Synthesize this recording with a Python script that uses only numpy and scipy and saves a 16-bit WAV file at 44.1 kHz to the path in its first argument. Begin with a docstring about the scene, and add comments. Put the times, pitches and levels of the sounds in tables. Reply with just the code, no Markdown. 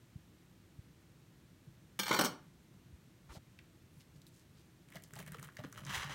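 """A steel bread knife is laid on a wooden board in a small, quiet kitchen: the blade touches, chatters
and rings, and the handle drops with a thud. Then a hand parts the slices of a crusty loaf: the crust
cracks, crumb rubs on crumb in tiny fractures, and slices bump softly on the board. The hand that holds
the microphone thumps and brushes it now and then, over a low room rumble."""
import sys
import numpy as np
from scipy import signal
from scipy.fft import rfft, irfft
from scipy.io import wavfile

SR = 44100
rng = np.random.default_rng(int(sys.argv[2]) if len(sys.argv) > 2 else 0)


def transcribe(u):
    """Save the signal u as a 16-bit wav file named by the first command-line argument.

    u: samples, shape (n,) or (channels, n), limited to [-1, 1]; the rate is SR.
    q: integer samples, one column per channel.
    """
    v = np.clip(np.atleast_2d(u).T, -1, 1)
    q = np.round(v * 32767).astype(np.int16)
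    wavfile.write(sys.argv[1], SR, q)


N = 271038
TIME = np.arange(N) / SR
SHORT = TIME[:int(.4 * SR)]  # time axis of one event


def undb(db):
    """Decibels to gain."""
    return 10 ** (np.asarray(db) / 20)


def unit(x):
    """Scale to unit energy."""
    return x / np.sqrt(np.sum(x ** 2))


def level(x, db):
    """Scale to an rms level."""
    return unit(x) * np.sqrt(len(x)) * undb(db)


def add(out, start_s, x):
    """Mix x into out."""
    i = int(start_s * SR)
    out[i:i + len(x)] += x[:len(out) - i]


def convolve(x, response):
    """Pass x through an impulse response."""
    return signal.oaconvolve(x, response)[:len(x)]


def band(x, hz, kind, order=1):
    """Butterworth filter."""
    sos = signal.butter(order, np.minimum(hz, .49 * SR), kind, fs=SR, output="sos")
    return signal.sosfilt(sos, x + 1e-18)


def colour(x, points, size=8192):
    """Minimum-phase filter through (Hz, dB) points."""
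    hz, db = np.transpose(points)
    bins_hz = np.fft.rfftfreq(size, 1 / SR)
    log_gain = np.log(undb(np.interp(np.log(bins_hz + 1), np.log(hz), db)))
    cepstrum = irfft(log_gain)[:size // 2]
    cepstrum[1:] *= 2
    return convolve(x, irfft(np.exp(rfft(cepstrum, size))))


def soften(x, hz):
    """One-pole low-pass: a soft contact pushes for longer."""
    return signal.lfilter([1], [1, -np.exp(-2 * np.pi * hz / SR)], x + 1e-18)


def resonate(x, hz, width_hz):
    """Two-pole resonance."""
    r = np.exp(-np.pi * width_hz / SR)
    return signal.lfilter([1, 0, -1], [1, -(1 + r * r) * np.cos(2 * np.pi * hz / SR), r * r], x + 1e-18)


def fade(t60_s):
    """Exponential decay, 60 dB in t60_s."""
    return np.exp(-np.log(1000) * SHORT / max(t60_s, 1 / SR))


def burst(t60_s, size=2048):
    """Noise that starts at once and dies away."""
    return unit(rng.standard_normal(size) * undb(-60 * SHORT[:size] / t60_s))


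# Room noise spectrum. Each row: frequency in Hz, relative density in dB.
AIR_SPECTRUM = [(15, -64), (25, -12), (49, -4.5), (130, 0), (190, -2), (206, -8), (270, -7.5),
                (293, -11.5), (326, -6), (384, -14.5), (734, -23), (1940, -24.5), (2410, -26),
                (4200, -28.5), (4900, -31.5), (5800, -30.5), (9300, -33.5), (10500, -37.5),
                (11800, -34), (16000, -39)]
def air():
    """Low steady room rumble under a faint hiss."""
    return level(colour(rng.standard_normal(N), AIR_SPECTRUM), db=-62)


# Grip thumps. Each row: start in seconds, peak in dB, mid pitch in Hz, length in seconds.
THUMPS = [(0.155, -36.5, 117, 0.013), (0.785, -39.5, 99, 0.016), (1.66, -49, 142, 0.042),
          (2.917, -46.5, 75.5, 0.042), (3.283, -45, 55, 0.052), (3.367, -42, 107, 0.011),
          (3.96, -49, 146, 0.038)]
def grip_thumps():
    """A shift of grip flexes the microphone housing for a few cycles that sink in pitch."""
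    out = np.zeros(N)
    for start_s, db, hz, length_s in THUMPS:
        swell = np.hanning(int(length_s * SR))
        pitch_hz = hz * np.linspace(1.4, .6, len(swell))
        add(out, start_s, undb(db) * swell * np.sin(2 * np.pi * np.cumsum(pitch_hz) / SR))
    return out


def ring(modes, count, scatter_db):
    """One ring of the modes for each of count blows; every contact point weights them differently."""
    waves = np.array([undb(db) * unit(np.sin(2 * np.pi * hz * SHORT) * fade(t60_s))
                      for hz, db, t60_s in modes])
    size, side = rng.standard_normal((count, len(modes), 2)).T
    weights = np.sign(side) * undb(scatter_db * size)
    return [unit(wave) for wave in weights.T @ waves]


def rattle(chatter_s, bounces_db):
    """One contact: a first touch, then micro-bounces that die out over chatter_s."""
    bounces = rng.standard_normal(4096) * np.exp(-SHORT[:4096] / chatter_s)
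    drive = undb(bounces_db) * unit(bounces)
    drive[0] += 1
    return drive


def clack(drive, spectrum, t60_s):
    """A contact makes a short, noisy clack in the colour of steel or wood."""
    response = burst(t60_s, size=4096)
    response[0] += undb(-3.5)
    return unit(signal.fftconvolve(drive, colour(response, spectrum)))


# Blade modes. Each row: frequency in Hz, level in dB on edge, tipping and flat, t60 in seconds.
BLADE_MODES = [(199, -4, -20, -20, .14), (500, -8, -16, -16, .08), (860, -6, -3, -9, .08),
               (975, -10, -4, -10, .04), (1230, 0, -6, -6, .04), (1400, -5, -6, -6, .04),
               (1583, -3, -9, -8, .17), (1720, -2, -8, -6, .04), (1795, -6, -1, -5, .05),
               (2130, -10, 0, -8, .08), (2310, 1, 1, -5, .035), (2930, -15, -5, -5, .06),
               (3095, -16, -1, -1.5, .16), (3228, -2, -7, -7, .15), (3494, 0, -5, -5, .025),
               (3666, -6, -6, -6, .04), (4091, -3, 0, -5, .26), (4253, -8, -10, -14, .05),
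               (4387, -2, -12, -2, .17), (4506, -11, 3, -1, .12), (5105, -1, -14, -5, .09),
               (5370, -11, -7, 0, .09), (5625, -8, -3, -9, .07), (5792, -9, -7, -2, .16),
               (5916, -13, -16, 0, .06), (6490, -8, -11, -7, .07), (6570, -2, -8, -6, .035),
               (6975, -10, -3, -7, .1), (7750, -7, -2, 1, .03), (8310, -7, -15, -7, .2),
               (8710, -10, -6, -3, .06), (9776, -7, -11, -12, .05), (11890, -9, -8, -6, .05),
               (13130, -9, -7, -1, .08), (13627, -4, -2, -6, .6), (14730, -14, -6, -1, .05),
               (15668, -6, -11, -9, .25)]
# Clear and deep board modes. Each row: frequency in Hz, level in dB, t60 in seconds.
BOARD_MODES = [(142, -15, .2), (199, -5, .2), (245, -7, .18), (308, -3, .18), (366, -3, .18),
               (528, -7, .13), (602, -6, .15), (852, 1, .17), (972, -2, .13), (1087, -1, .11),
               (1217, -2, .11), (1405, 0, .14), (1456, 1, .14), (2106, -2, .1)]
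DEEP_BOARD_MODES = [(76, -4, 0.13), (111, -12, 0.17), (138.5, 6, 0.15), (185.3, 3.5, 0.25),
                    (286.5, -5.5, 0.087), (408, -7.5, 0.077), (607, 0.5, 0.027), (840, -11.5, 0.033)]
# Clack spectra of blade and board. Each row: frequency in Hz, relative density in dB.
STEEL_SPECTRUM = [(150, -20), (700, -9), (1500, -2), (2000, -9), (2300, 0), (2600, -6), (3000, 1),
                  (3500, 0), (4500, -1), (4850, -8), (5600, -1), (6800, -2), (7350, -13), (7800, -4),
                  (10500, -8), (13000, -5), (16000, -8)]
WOOD_SPECTRUM = [(50, -42), (120, -16), (200, -8), (310, -2), (410, -1.5), (520, -6), (620, -7), (850, -3),
                 (1450, -2), (1950, -12), (2200, -5), (2700, -15), (6000, -24), (16000, -36)]
# Knife contacts. Each row: start in seconds, blade and board energy in dB, chatter in seconds,
# blade and board low-pass in Hz.
BLOWS = [(1.991, -8.5, -19, 0.00075, 14000, 1000), (1.997, -5.5, -18.5, 0.0017, 12000, 400),
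         (2.0323, -11.5, -28, 0.0041, 5500, 2000), (2.0577, -17, -28, .003, 4040, 2000),
         (2.0649, -13, -26, 0.0036, 3000, 1200), (2.0805, -11.5, -17.5, 0.0023, 5000, 2500),
         (2.0913, -10.5, -21, 0.0064, 3500, 4000), (2.1088, -22, -5, .0021, 1500, 1800),
         (2.1126, -11, -1, 0.0023, 3000, 4000), (2.127, -9.5, -12, .0044, 6000, 2000),
         (2.1381, -10.5, -6, 0.0026, 5000, 4000), (2.145, -8, -10, 0.0014, 7960, 4000),
         (2.163, -9.5, -13, .017, 4000, 2500), (2.1897, -7, -4, 0.0017, 12000, 5000),
         (2.194, -6.5, -4.5, 0.0015, 12000, 2000), (2.202, -20, -7.5, .003, 3000, 600),
         (2.2109, -5.5, -6.5, 0.0016, 8000, 900), (2.2172, -15, -9.5, .003, 12000, 1000),
         (2.238, -14, -12, 0.0014, 16000, 2000), (2.2466, -8, -11, 0.0019, 16000, 900),
         (2.255, -10, -14.5, 0.0014, 14000, 2000), (2.263, -16, -13, .002, 8000, 1500)]
def knife():
    """Each contact rings blade and board; the blade's pose weights its modes, and lying flat damps it."""
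    tip_s, flat_s, choke_db_per_s = 2.075, 2.185, 235
    knock_db, deep_db = -5.5, -19.5  # relative to the board's clack
    out = np.zeros(N)
    blade, count = np.array(BLADE_MODES), len(BLOWS)
    edge, tipping, flat = [ring(blade[:, [0, pose, -1]], count, scatter_db=1.5) for pose in (1, 2, 3)]
    knocks = ring(BOARD_MODES, count, scatter_db=4)
    deeps = ring(DEEP_BOARD_MODES, count, scatter_db=6)
    for i, (start_s, blade_db, board_db, chatter_s, blade_hz, board_hz) in enumerate(BLOWS):
        drive = rattle(chatter_s, bounces_db=12)
        build = 1 - np.exp(-2 * SHORT / chatter_s)  # the ring grows while the contact lasts
        choke = undb(-choke_db_per_s * np.maximum(start_s + SHORT - max(start_s, flat_s), 0))
        clinks = edge if start_s < tip_s else tipping if start_s < flat_s else flat
        clack_db = -3 if start_s < flat_s else -1
        steel = unit(clinks[i] * build * choke)
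        add(steel, 0, undb(clack_db) * clack(drive, STEEL_SPECTRUM, t60_s=0.021))
        wood = build * (undb(knock_db) * knocks[i] + undb(deep_db) * band(deeps[i], 140, "high", order=3))
        add(wood, 0, clack(drive, WOOD_SPECTRUM, t60_s=0.045))
        add(out, start_s, undb(blade_db) * unit(soften(steel, blade_hz)))
        add(out, start_s, undb(board_db) * unit(soften(wood, board_hz)))
    return out


def thud(hz, rise_s, t60_s):
    """A blunt push on the board swells and dies; its pitch sinks as the contact relaxes."""
    sharp_share, relax_s = .25, 0.013
    swell = (1 - np.exp(-SHORT / rise_s)) ** 2 * fade(t60_s)
    pitch_hz = hz * (1 + sharp_share * np.exp(-SHORT / relax_s))
    return swell / swell.max() * np.sin(2 * np.pi * np.cumsum(pitch_hz) / SR)


# Handle thuds. Each row: start in seconds, peak in dB, final pitch in Hz, rise and t60 in seconds.
HANDLE_THUDS = [(2.1096, -27, 290, 0.0011, 0.057), (2.1915, -28.5, 268, .005, 0.046),
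                (2.2052, -34.5, 176.5, 0.0017, 0.1), (2.2447, -37.5, 205, 0.0036, 0.049)]
def handle():
    """The heavy handle drops on the board and gives the main blows a wooden body."""
    out = np.zeros(N)
    for start_s, db, hz, rise_s, t60_s in HANDLE_THUDS:
        add(out, start_s, undb(db) * thud(hz, rise_s, t60_s))
    return out


def grains(per_s, spread_db, size):
    """Tiny impulses at random moments, most weak and a few strong."""
    when, sign, strength = rng.random((size, 3)).T
    gains = undb(spread_db * np.minimum(-np.log(1 - strength), 3.5))
    return (when < per_s / SR) * np.sign(sign - .5) * gains


# Skin on the microphone housing; fingers and slices on the crust.
# Each row: start and length in seconds, rms at the swell's top in dB, centre in Hz.
HOUSING_BRUSHES = [(3.288, 0.049, -57, 1170), (3.312, 0.074, -61, 4400), (3.345, 0.042, -56.5, 655),
                   (3.29, 0.09, -62.5, 290)]
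CRUST_STROKES = [(3.9, 0.15, -77, 11000), (3.995, 0.031, -64.5, 3750), (4.14, .05, -74, 5060),
                 (4.262, 0.035, -70.5, 8950), (4.31, .13, -71.5, 6000), (4.54, 0.1, -72.5, 3900),
                 (5.938, 0.032, -57, 2720)]
def strokes(table, grains_per_s, spread_db):
    """Sliding over a rough surface makes a short swell of fine friction grains."""
    out = np.zeros(N)
    for start_s, length_s, db, hz in table:
        swell = np.hanning(int(length_s * SR)) ** 0.4
        friction = grains(grains_per_s, spread_db, size=len(SHORT))[:len(swell)]
        width_hz = hz * np.clip(hz / 2500, .3, .9)  # low rasps are hollower
        add(out, start_s, level(resonate(friction, hz, width_hz), db) * swell)
    return out


# Crust snaps. Each row: start in seconds, flake energy in dB and pitch in Hz,
# tick energy in dB and pitch in Hz.
SNAPS = [(3.589, -31, 2280, -43, 4220), (4.2173, -42, 4320, -43, 7000), (4.2667, -38, 4030, -40.5, 9100),
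         (4.8864, -43, 2340, -45, 8000), (4.923, -32.5, 2060, -41, 6500), (4.948, -34, 553, -40, 4500),
         (4.9563, -27.5, 675, -29.5, 4440), (4.969, -28.5, 1760, -37, 4000), (5.022, -52, 2660, -39, 8000),
         (5.0373, -38, 4500, -30, 6340), (5.1357, -30.5, 1700, -29.5, 7200), (5.155, -38, 2200, -32, 7000),
         (5.1636, -28, 700, -31, 3500), (5.1903, -28, 1700, -28, 6700), (5.2015, -30, 620, -31, 3000),
         (5.226, -32.5, 2100, -43, 6000), (5.2632, -33, 1760, -35, 8000), (5.277, -40, 560, -39, 5000),
         (5.2808, -30, 1730, -45, 6000), (5.32, -33, 1510, -28.5, 8600), (5.346, -24, 1200, -33, 2580),
         (5.349, -28, 477, -42, 3000), (5.385, -32, 2000, -44, 8000), (5.397, -34.5, 1700, -36, 8500),
         (5.428, -28.5, 1146, -27, 6700), (5.446, -38, 1530, -33, 10500), (5.4874, -28.5, 1550, -52, 6000),
         (5.569, -25.5, 1810, -30, 5400), (5.602, -27.5, 700, -39, 3040), (5.638, -27, 1400, -38, 3400),
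         (5.647, -27.5, 476, -40, 2800), (5.7262, -31, 1420, -29.5, 6450), (5.7758, -25, 1390, -32.5, 5500),
         (5.85, -29, 5800, -37.5, 8500), (5.865, -32, 5900, -35, 9000), (5.946, -19, 1680, -32, 4000),
         (5.979, -20, 1980, -25, 6000), (6.045, -28, 1500, -29.5, 4100)]
def crust_snaps():
    """A flake of crust cracks open with a tick, rings for a few cycles and crumbles."""
    rise_s, split_hz, split_db = 0.00034, 13000, -4.5
    flake_width, tick_width = 0.42, 0.51  # bandwidth over pitch
    out = np.zeros(N)
    for start_s, flake_db, flake_hz, tick_db, tick_hz in SNAPS:
        flake = burst(0.0058) + undb(-4) * burst(0.043)
        opening = 1 - np.exp(-SHORT[:len(flake)] / rise_s)
        flake = resonate(flake * opening, flake_hz, flake_width * flake_hz)
        flake = resonate(flake, flake_hz, flake_width * flake_hz)
        tick = burst(0.0064) + undb(-9.5) * burst(0.11)
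        tick = resonate(tick * opening, tick_hz, tick_width * tick_hz)
        split = band(burst(0.0039), split_hz, "high", order=2)  # the instant of fracture
        tick = unit(tick) + undb(split_db) * unit(split)
        add(out, start_s, undb(flake_db) * unit(flake) + undb(tick_db) * unit(tick))
    return out


# Slices tipping against the board. Each row: start in seconds, thud peak in dB, final pitch in Hz,
# rise and t60 in seconds.
BUMPS = [(4.151, -51.5, 140, 0.0055, 0.074), (4.957, -50, 153, 0.0033, .08), (5.128, -52, 125, 0.0046, .1),
         (5.161, -46, 123, .005, .06), (5.192, -44.5, 150, .005, .14), (5.27, -50, 146, 0.0076, 0.23),
         (5.312, -54.5, 159, 0.0068, 0.14), (5.383, -48, 125, .005, .07), (5.42, -52.5, 155, .004, 0.14),
         (5.589, -43.5, 108, 0.003, 0.12), (5.611, -51.5, 220, 0.0026, 0.066),
         (5.629, -47.5, 135.6, .01, .11), (5.641, -42.5, 240, 0.0062, 0.032),
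         (5.753, -49, 110, 0.013, 0.17), (5.818, -47, 126, 0.0042, 0.061),
         (5.857, -44.5, 143.4, .005, 0.13), (5.893, -46, 150, .004, 0.072), (5.962, -41.5, 68, 0.007, 0.05),
         (6.046, -42.5, 140, .004, 0.068), (6.069, -47.5, 155, 0.0037, 0.08), (6.093, -47, 129, .005, .15)]
def slice_bumps():
    """Soft bread lands with a dull thud, pitched by the slice's size; the board's deep modes answer."""
    out = np.zeros(N)
    rings = ring(DEEP_BOARD_MODES, len(BUMPS), scatter_db=5.5)
    for (start_s, db, hz, rise_s, t60_s), board in zip(BUMPS, rings):
        push = undb(db) * thud(hz, rise_s, t60_s)
        answer = unit(board * (1 - np.exp(-SHORT / rise_s))) * np.linalg.norm(push)
        add(out, start_s, push + undb(-5) * answer)
    return out


# Slice sliding on slice. Each row: time of top speed, rise and fall in seconds, level in dB,
# relative treble in dB.
SLIDES = [(4.967, 0.023, 0.0073, -52.5, -12), (5.202, 0.027, 0.019, -53.5, -4),
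          (5.279, 0.009, 0.0065, -54.5, -2), (5.346, 0.018, 0.012, -53.5, -23),
          (5.39, 0.011, 0.019, -59.5, -7), (5.44, 0.011, 0.032, -56, -9), (5.592, 0.012, 0.0086, -54, -29),
          (5.646, 0.0098, 0.0096, -49, -33), (5.787, 0.026, 0.028, -54, -11),
          (5.904, 0.03, 0.039, -44.5, -15), (5.947, 0.019, 0.041, -39.5, -12),
          (6.03, 0.068, 0.032, -45, -22), (6.125, 0.073, 0.047, -46.5, -19)]
def slide_envelopes():
    """Each slide gathers speed and dies away; returns the gains of the rub and of its crisp treble."""
    hold_s, hold_db = 4.9, -74.5  # once held, the loaf crackles faintly
    rub_power = treble_power = (TIME > hold_s) * undb(hold_db) ** 2
    for peak_s, rise_s, fall_s, db, treble_db in SLIDES:
        decay = np.maximum((peak_s - TIME) / rise_s, (TIME - peak_s) / fall_s)
        power = (undb(db) * np.exp(-np.minimum(decay, 20))) ** 2
        rub_power = rub_power + power
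        treble_power = treble_power + power * undb(treble_db) ** 2
    return np.sqrt(rub_power), np.sqrt(treble_power)


# Crumb spectrum. Each row: frequency in Hz, relative density in dB.
CRUMB_SPECTRUM = [(200, -18), (400, -7), (650, -4), (1050, 1.5), (1600, 4), (2400, -2.5), (3200, 0),
                  (4700, -8), (6300, 0), (9000, -3), (12500, -7), (16000, -8)]
def crumb_rubbing():
    """Slices peel apart in sparse crackles; faster sliding packs them into a rasp and drums the board."""
    unit_speed_db, crumble_s, echo_s = -57, .00015, 0.001
    rasp_hz, rasp_db = 2450, -47.5  # the band above rasp_hz opens as the rub nears rasp_db
    rub, treble = slide_envelopes()
    speed = rub / undb(unit_speed_db)
    grains_per_s = np.clip(1100 * speed ** 1.2, 200, 8000)
    impulses = grains(grains_per_s, spread_db=2, size=N) / np.sqrt(grains_per_s)
    crumbling = convolve(impulses ** 2, np.exp(-SHORT / crumble_s))
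    fractures = np.sqrt(np.abs(crumbling)) * rng.standard_normal(N)
    echo = np.roll(fractures, int(echo_s * SR))  # the board's reflection hollows the rasp
    crumb = colour(fractures + undb(-12) * echo, CRUMB_SPECTRUM)
    body = band(crumb, 4600, "low", order=3)
    body = band(body, rasp_hz, "low") + np.tanh(rub / undb(rasp_db)) * band(body, rasp_hz, "high")
    crisp = band(crumb, 9200, "high", order=3)
    board = ring(DEEP_BOARD_MODES, count=1, scatter_db=-0.5)[0]
    damped_board = unit(board * fade(t60_s=0.068))  # under the loaf
    drum = convolve(level(fractures, db=-57) * np.tanh(speed), damped_board)
    return rub * level(body, db=-0.23) + treble * level(crisp, db=0.5) + drum


# Room decay. Each row: frequency in Hz, t60 in seconds.
ROOM_T60 = [(100, 0.67), (300, 0.35), (1500, 0.35), (5000, 0.24), (14000, 0.17)]
def kitchen(first_wall_s):
    """Hard nearby walls return a short diffuse tail whose treble dies first."""
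    hz, t60_s = np.transpose(ROOM_T60)
    tail = 0
    for low_hz in 45 * 2 ** np.arange(9):
        octave = band(rng.standard_normal(len(SHORT)), [low_hz, 2 * low_hz], "band", order=3)
        centre_hz = low_hz * np.sqrt(2)
        tail = tail + octave * fade(np.interp(np.log(centre_hz), np.log(hz), t60_s))
    onset = np.minimum(SHORT / first_wall_s, 1) ** 2
    return unit(colour(tail * onset, [(100, 2.5), (400, 0.5), (1500, 0.5), (5000, -1), (15000, -0.5)]))


def scene():
    """Mono mix; the knife lies further off than the bread and so carries more of the room."""
    clatter = knife() + handle()
    bread = crust_snaps() + crumb_rubbing()
    bread += strokes(CRUST_STROKES, grains_per_s=2500, spread_db=4.5) + slice_bumps()
    grip = grip_thumps() + strokes(HOUSING_BRUSHES, grains_per_s=12000, spread_db=2)
    room = convolve(undb(-10.5) * clatter + undb(-13.5) * bread, kitchen(first_wall_s=0.016))
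    return (clatter + bread + room + grip + air())[None]


def record(dry):
    """Cut the deepest rumble and the extreme treble."""
    low_hz, top_hz = 54.6, 16000
    thinned = band(dry, low_hz, "high", order=2)
    return signal.sosfilt(signal.ellip(10, .2, 70, top_hz, fs=SR, output="sos"), thinned)


dry = scene()
out = record(dry)
transcribe(out)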